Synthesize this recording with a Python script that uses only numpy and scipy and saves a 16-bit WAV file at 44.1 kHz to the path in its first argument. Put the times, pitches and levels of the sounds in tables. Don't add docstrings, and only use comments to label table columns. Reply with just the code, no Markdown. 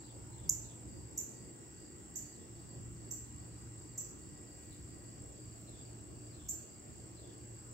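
import sys
import numpy as np
from scipy import signal
from scipy.fft import rfft, irfft
from scipy.io import wavfile
from scipy.ndimage import uniform_filter1d

SR = 44100
rng = np.random.default_rng(int(sys.argv[2]) if len(sys.argv) > 2 else 0)


def unload_wav(signal):
    wavfile.write(
        sys.argv[1],
        SR,
        np.round(np.clip(np.atleast_2d(signal).T, -1, 1) * 32767).astype(np.int16),
    )


N = 340893
T = np.arange(N) / SR


def gain_of(db):
    return 10 ** (np.asarray(db) / 20)


def evened(x):
    return x / np.sqrt(np.mean(x ** 2) + 1e-20)


def read(points, hz):
    f, value = np.transpose(points)
    return np.interp(np.log(hz + 1), np.log(f + 1), value)


def add(mix, s, sound):
    start = round(s * SR)
    sound = sound[..., max(-start, 0):]
    part = mix[..., max(start, 0):][..., :sound.shape[-1]]
    part += sound[..., :part.shape[-1]]


def drift(width_hz):
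    f = np.fft.rfftfreq(N, 1 / SR)
    spectrum = rfft(rng.standard_normal(N)) * np.exp(-(f / width_hz) ** 2)
    return evened(irfft(spectrum, N))


def flutter(length, size):
    return evened(signal.oaconvolve(rng.standard_normal(length), np.hanning(size), "same"))


def phase_of(hz):
    return 2 * np.pi * np.cumsum(hz) / SR


def place(x, side_db):
    return x * gain_of([[side_db / 2], [-side_db / 2]])


def bouts(rows, rest_db, ramp_s):
    level_db = rest_db
    for start, end, db in rows:
        share = np.clip(np.minimum(T - start, end - T) / ramp_s + .5, 0, 1)
        level_db = level_db + (db - rest_db) * share
    return level_db


# (f/Hz, 60 dB decay time/s)
YARD = [(3000, 0.35), (5500, 0.56), (7500, 0.48), (12000, 0.38), (15000, 0.37)]


def yard(early_db=1.0, early_s=0.0091):
    size = SR // 2
    taps = rng.standard_normal((2, size)) * (rng.random((2, size)) < .12)
    hz, t, z = signal.stft(taps, SR, nperseg=256)
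    decay = gain_of(-60 * t / read(YARD, hz)[:, None])
    tail = signal.istft(z * decay, SR, nperseg=256)[1][:, :size]
    t = np.arange(size) / SR
    flurry = 1 + gain_of(early_db) * np.exp(-t / early_s)
    tail = tail * flurry * np.minimum(t / 0.0035, 1)
    return tail / np.linalg.norm(tail, axis=1, keepdims=True)


def echo(x, tail):
    return signal.oaconvolve(x[None], tail, axes=1)


# (t/s at its loudest, level/dB, start f/Hz, top f/Hz, left minus right/dB,
# echo level re chip/dB, overtone level/dB before it thins with the climb)
CHIPS = [(0.498, -12.5, 5200, 7530, -1.5, -5, -16.5), (1.1812, -23.5, 5270, 7400, -1, 3.5, -16),
         (2.161, -31.5, 5280, 7490, -8, 8.5, -16.5), (3.1142, -31.5, 5530, 7760, -6, 9.5, -19),
         (3.982, -29, 5530, 7730, 1, 8, -19.5), (6.491, -30.5, 5450, 7640, -3, 12, -17)]
CHIP_RASP = .018


def near_bird(rise_s=0.0016, fall_s=0.00078, lead_s=0.0058, beaming_db=1.5):
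    out, t = np.zeros((2, N)), np.arange(-400, 200) / SR
    for s, db, start_hz, top_hz, side_db, echo_db, overtone_db in CHIPS:
        climb = np.interp(t, [-lead_s, -lead_s / 2, .001], [0, .55, 1])
        pitch = start_hz + (top_hz - start_hz) * climb
        phase = phase_of(pitch * (1 + CHIP_RASP * flutter(len(t), size=70)))
        onset = np.clip((t + lead_s) / 0.001, 0, 1)
        gate = gain_of(db) * onset * np.exp(-(np.maximum(t, 0) / fall_s) ** 2)
        whistle = gate * (0.14 + np.exp(np.minimum(t, 0) / rise_s)) * np.sin(phase)
        overtone = gate * gain_of(overtone_db) * (1 - 0.38 * climb) * np.sin(2 * phase)
        direct = whistle + gain_of(beaming_db) * overtone
        scattered = echo(whistle + overtone, yard(early_db=-7.0, early_s=0.017))
        add(out, s + t[0], place(direct, side_db))
        add(out, s + t[0], gain_of(echo_db) * scattered)
    return out


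def strokes(per_s, duty, jitter=0.015):
    turns = np.cumsum(per_s * (1 + jitter * drift(9))) / SR + rng.random()
    run = np.minimum(turns % 1 / duty, 1)
    return np.sin(np.pi * run), run


def trill(hz, per_s, duty, sag, jitter):
    loud, run = strokes(per_s, duty, jitter)
    phase = phase_of(hz * (1 + sag * (.5 - run) + 0.00401 * drift(297)))
    return evened(loud * gain_of(2.4 * drift(16)) * np.sin(phase))


# (f/Hz, wing strokes per s, level/dB)
TRILLERS = [(7280, 38, -65.5), (7780, 55, -62), (7970, 110, -66.5), (8500, 42, -75)]
NEAR_DB, NEAR_WANDER_DB = -62.5, 0.4


def ground_crickets(echo_db=-3.0):
    near = trill(hz=7560, per_s=50.62, duty=.55, sag=.07, jitter=.002)
    near = near * gain_of(NEAR_DB + NEAR_WANDER_DB * drift(1))
    out = near + gain_of(echo_db) * echo(near, yard())[:, :N]
    for hz, per_s, db in TRILLERS:
        song = trill(hz, per_s, duty=0.61, sag=.06, jitter=.006)
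        out += gain_of(db) * evened(song + 0.84 * echo(song, yard())[:, :N])
    return out


def chirp_times(first_s, tempo):
    beats = np.cumsum(np.interp(T, *np.transpose(tempo))) / SR
    return np.interp(np.arange(np.interp(first_s, T, beats), beats[-1]), beats, T)


CHIRP_SLIP_S, CHIRP_SPREAD_DB = .01, .8


def field_cricket(times, hz, db, length_s, per_s, overtone_db):
    gate = np.zeros(N)
    for s, (slip, strength) in zip(times, rng.standard_normal((len(times), 2))):
        chirp = gain_of(CHIRP_SPREAD_DB * strength) * signal.windows.tukey(int(length_s * SR), .5)
        add(gate, s + CHIRP_SLIP_S * slip - length_s * 0.62, chirp)
    loud, run = strokes(per_s, .6)
    phase = phase_of(hz * (1 + .05 * (.5 - run) + .016 * drift(314)))
    song = gate * loud * (np.sin(phase) + gain_of(overtone_db) * np.sin(3 * phase))
    return gain_of(db) * evened(echo(song, yard())[:, :N])


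# (t/s, chirps per s)
HIGH_TEMPO = [(0, 2.25)]
LOW_TEMPO = [(.5, 1.93), (.7, 2.43), (4.8, 2.42), (5.2, 2.68)]
HIGH_FIRST_S, LOW_FIRST_S = .06, .09


def field_crickets():
    high = field_cricket(chirp_times(HIGH_FIRST_S, HIGH_TEMPO), hz=4725, db=-77.5,
                         length_s=0.14, per_s=26, overtone_db=-18)
    low = field_cricket(chirp_times(LOW_FIRST_S, LOW_TEMPO), hz=4626, db=-76,
                        length_s=0.28, per_s=27, overtone_db=-34)
    return high + low


def tree_cricket(hz, per_s, db, depth=0.79, waver=0.003514, wet=1.0):
    loud, run = strokes(per_s, 1.0)
    song = evened((1 - depth + depth * loud) * np.sin(phase_of(hz * (1 + waver * drift(24.8)))))
    return gain_of(db) * evened(song + wet * evened(echo(song, yard())[:, :N]))


# (f/Hz, wing strokes per s, level/dB)
TREE_CRICKETS = [(2791, 58, -81), (3400, 41, -93.5), (4720, 84, -87)]
# (start t/s, end t/s, level/dB)
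TREE_BOUTS = [(.7, 5.42, -77), (7.0, 7.7, -80)]


def tree_crickets():
    steady = sum(tree_cricket(*row) for row in TREE_CRICKETS)
    return steady + tree_cricket(1934, 42, bouts(TREE_BOUTS, rest_db=-96, ramp_s=0.79))


# (t/s at the middle of its first note, length/s, level/dB of each note's peak
TWITTERS = [(0.037, .08, -65), (.33, .14, -66.5), (0.646, .08, -63.5), (2.35, .08, -70), (4.72, .03, -63.5),
            (5.68, .14, -64), (6.342, .14, -64), (7.18, .14, -65)]
NOTE_GAP_S, FIRST_NOTE_HZ, LATER_NOTES_HZ = .055, 4040, 3407


def far_bird(length_s=0.06, fall=0.052, husk=0.0517):
    t, out = np.arange(0, length_s, 1 / SR), np.zeros(N)
    for s, twitter_s, db in TWITTERS:
        for after_s in np.arange(0, twitter_s, NOTE_GAP_S):
            hz = LATER_NOTES_HZ if after_s else FIRST_NOTE_HZ
            glide = fall * (.5 - t / length_s)
            phase = phase_of(hz * (1 + glide + husk * flutter(len(t), size=150)))
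            note = gain_of(db) * np.hanning(len(t)) * np.sin(phase)
            add(out, s + after_s - length_s / 2, note)
    return echo(out, yard(early_db=0.0, early_s=0.012))[:, :N]


# (t/s at the middle, length/s, level/dB at the middle)
RUSTLES = [(4.68, .3, -70), (5.6, .14, -68)]


def rustles(per_s=3000):
    gate = sum(gain_of(db) * np.exp(-(2 * (T - s) / length) ** 2) for s, length, db in RUSTLES)
    snaps = rng.standard_normal((2, N)) * (rng.random(N) < per_s / SR)
    high_pass = signal.butter(2, 4000, "high", fs=SR, output="sos")
    return gate * evened(signal.sosfilt(high_pass, snaps))


def wash(spectrum, likeness, lead, swell_db, patchy_db):
    hz, t = np.fft.rfftfreq(2048, 1 / SR), np.arange(N // 512 + 5) * 512 / SR
    a, b, c, d, patches = rng.standard_normal((5, len(t), len(hz)))
    patches = uniform_filter1d(patches, size=8, axis=0)
    patches = evened(uniform_filter1d(patches, size=14, axis=1))
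    same = np.clip(read(likeness, hz), -1, 1)
    left = a + 1j * b
    right = same * left + np.sqrt(1 - same ** 2) * (c + 1j * d)
    z = np.array([left * np.exp(1j * read(lead, hz)), right])
    z *= gain_of(read(spectrum, hz) + swell_db(t[:, None], hz) + patchy_db * patches)
    return evened(signal.istft(z.swapaxes(1, 2), nperseg=2048, noverlap=1536)[1][:, :N])


# (f/Hz, relative level per Hz/dB)
CHORUS = [(6300, -37), (6900, -3.5), (7400, -4), (8100, 4), (8500, -3.5), (9100, -21), (10000, -35),
          (14000, -29), (15200, -18.5), (16000, -19)]
CHORUS_DB = -58.5


def far_chorus():
    noise = wash(CHORUS, [(7500, .1)], [(0, 0)], lambda t, hz: 0, patchy_db=1.15)
    return gain_of(CHORUS_DB) * noise


# (t/s, rumble level/dB,
# tyre roar level/dB)
TRAFFIC = [(0, -64, -67.5), (.25, -52, -64.5), (1.5, -66, -63.5), (1.8, -66, -65.5), (2.7, -56, -66),
           (4.25, -62, -65.5), (4.55, -53.5, -67.5), (7.73, -59.5, -66)]
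# (t/s when nearest, half length/s, f/Hz, level above the roar/dB)
PASSES = [(.3, 1.1, 896, 7), (5.9, 1, 627, 4.5)]


def traffic_swell(t, hz, sing_width_hz=110):
    s, rumble_db, roar_db = np.transpose(TRAFFIC)
    rumble_share = read([(100, 0.44), (250, 0.015)], hz)
    roar_share = read([(150, 0.9), (400, 0.67), (1400, 0.064), (3500, 0)], hz)
    rumble = np.interp(t, s, rumble_db - rumble_db.mean()) * rumble_share
    roar = np.interp(t, s, roar_db - roar_db.mean()) * roar_share
    tyres = sum(db * np.exp(-((t - nearest_s) / half_s) ** 2 - ((hz - tyre_hz) / sing_width_hz) ** 2)
                for nearest_s, half_s, tyre_hz, db in PASSES)
    return rumble + roar + tyres


# (f/Hz, relative level per Hz/dB)
AIR = [(20, -36), (36, -28), (54, 1), (85, -2), (135, -4), (220, -8), (370, -9), (620, -20), (1300, -26),
       (2300, -31.5), (3800, -36.5), (5600, -28), (9600, -38), (15500, -51)]
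# (f/Hz, coherence 0-1)
AIR_SAME = [(60, 0.93), (130, 0.81), (290, 0.54), (640, 0.19), (1400, 0.46), (3100, 0.22), (6000, 0.053)]
# (f/Hz, phase/rad)
AIR_LEAD = [(100, 0.5), (260, 0.09), (700, -2), (1300, -3.5), (1890, -5.5), (2840, -6.5), (4050, -11.5)]
AIR_DB = -53


def traffic_and_air():
    return gain_of(AIR_DB) * wash(AIR, AIR_SAME, AIR_LEAD, traffic_swell, patchy_db=1.74)


# (start t/s, end t/s, level/dB)
HUM_SWELLS = [(.05, 1.35, -55), (2.52, 4.05, -54.5), (4.85, 6.45, -56.5), (7.05, 7.9, -55.5)]
# (f/Hz, half width/Hz, level/dB)
DRONES = [(236.2, 4.1, -74), (300.8, 13.6, -65), (341.5, 29, -66), (402.6, 14, -86)]
HUM_REST_DB, HUM_RAMP_S = -68, 0.39


def machine(hz=116.4):
    level_db = bouts(HUM_SWELLS, HUM_REST_DB, HUM_RAMP_S) + 1.7 * drift(9)
    hum = np.sqrt(2) * gain_of(level_db) * np.sin(phase_of(hz * (1 + 0.0144 * drift(5.84))))
    drones = np.zeros(N)
    for f, width, db in DRONES:
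        turn = 2 * np.pi * f * T
        drones += gain_of(db) * (drift(width) * np.cos(turn) + drift(width) * np.sin(turn))
    return place(hum + drones, -0.56)


def scene():
    birds = near_bird() + far_bird()
    insects = ground_crickets() + field_crickets() + tree_crickets() + far_chorus()
    return birds + insects + rustles() + traffic_and_air() + machine()


# (f/Hz, gain/dB)
LEFT_PORT = [(400, -.5), (1200, 3), (4700, 0.5), (5800, -3.5), (7300, -5.5), (8300, -2), (9600, -6),
             (11500, 0.5)]
RIGHT_PORT = [(400, 0), (1200, -2), (4700, -1.5), (5800, 0), (7400, -1.5), (8200, -9), (8500, -12),
              (9600, -15), (11500, -11.5)]
ONE_PORT_HZ, ONE_PORT_SHARE = 7560, .85
EDGE_HZ = 15780


def record(dry, hiss_db=-78.0, right_hiss_db=-78.0):
    hz = np.fft.rfftfreq(N, 1 / SR)
    left, right = rfft(dry + gain_of(hiss_db) * rng.standard_normal((2, N)))
    shared = np.clip((hz - ONE_PORT_HZ) / 200 + .5, 0, ONE_PORT_SHARE)
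    right = np.sqrt(1 - shared) * right + np.sqrt(shared) * left
    low_cut = 1 - np.exp(-(hz / 41) ** 4)
    ports = gain_of([read(LEFT_PORT, hz), read(RIGHT_PORT, hz)]) * low_cut
    coloured = irfft(np.array([left, right]) * ports, N)
    coloured[1] += gain_of(right_hiss_db) * rng.standard_normal(N)
    band_limit = signal.firwin(511, EDGE_HZ, window=("kaiser", 9), fs=SR)
    return signal.oaconvolve(coloured, band_limit[None], "same")


dry = scene()
out = record(dry)
unload_wav(out)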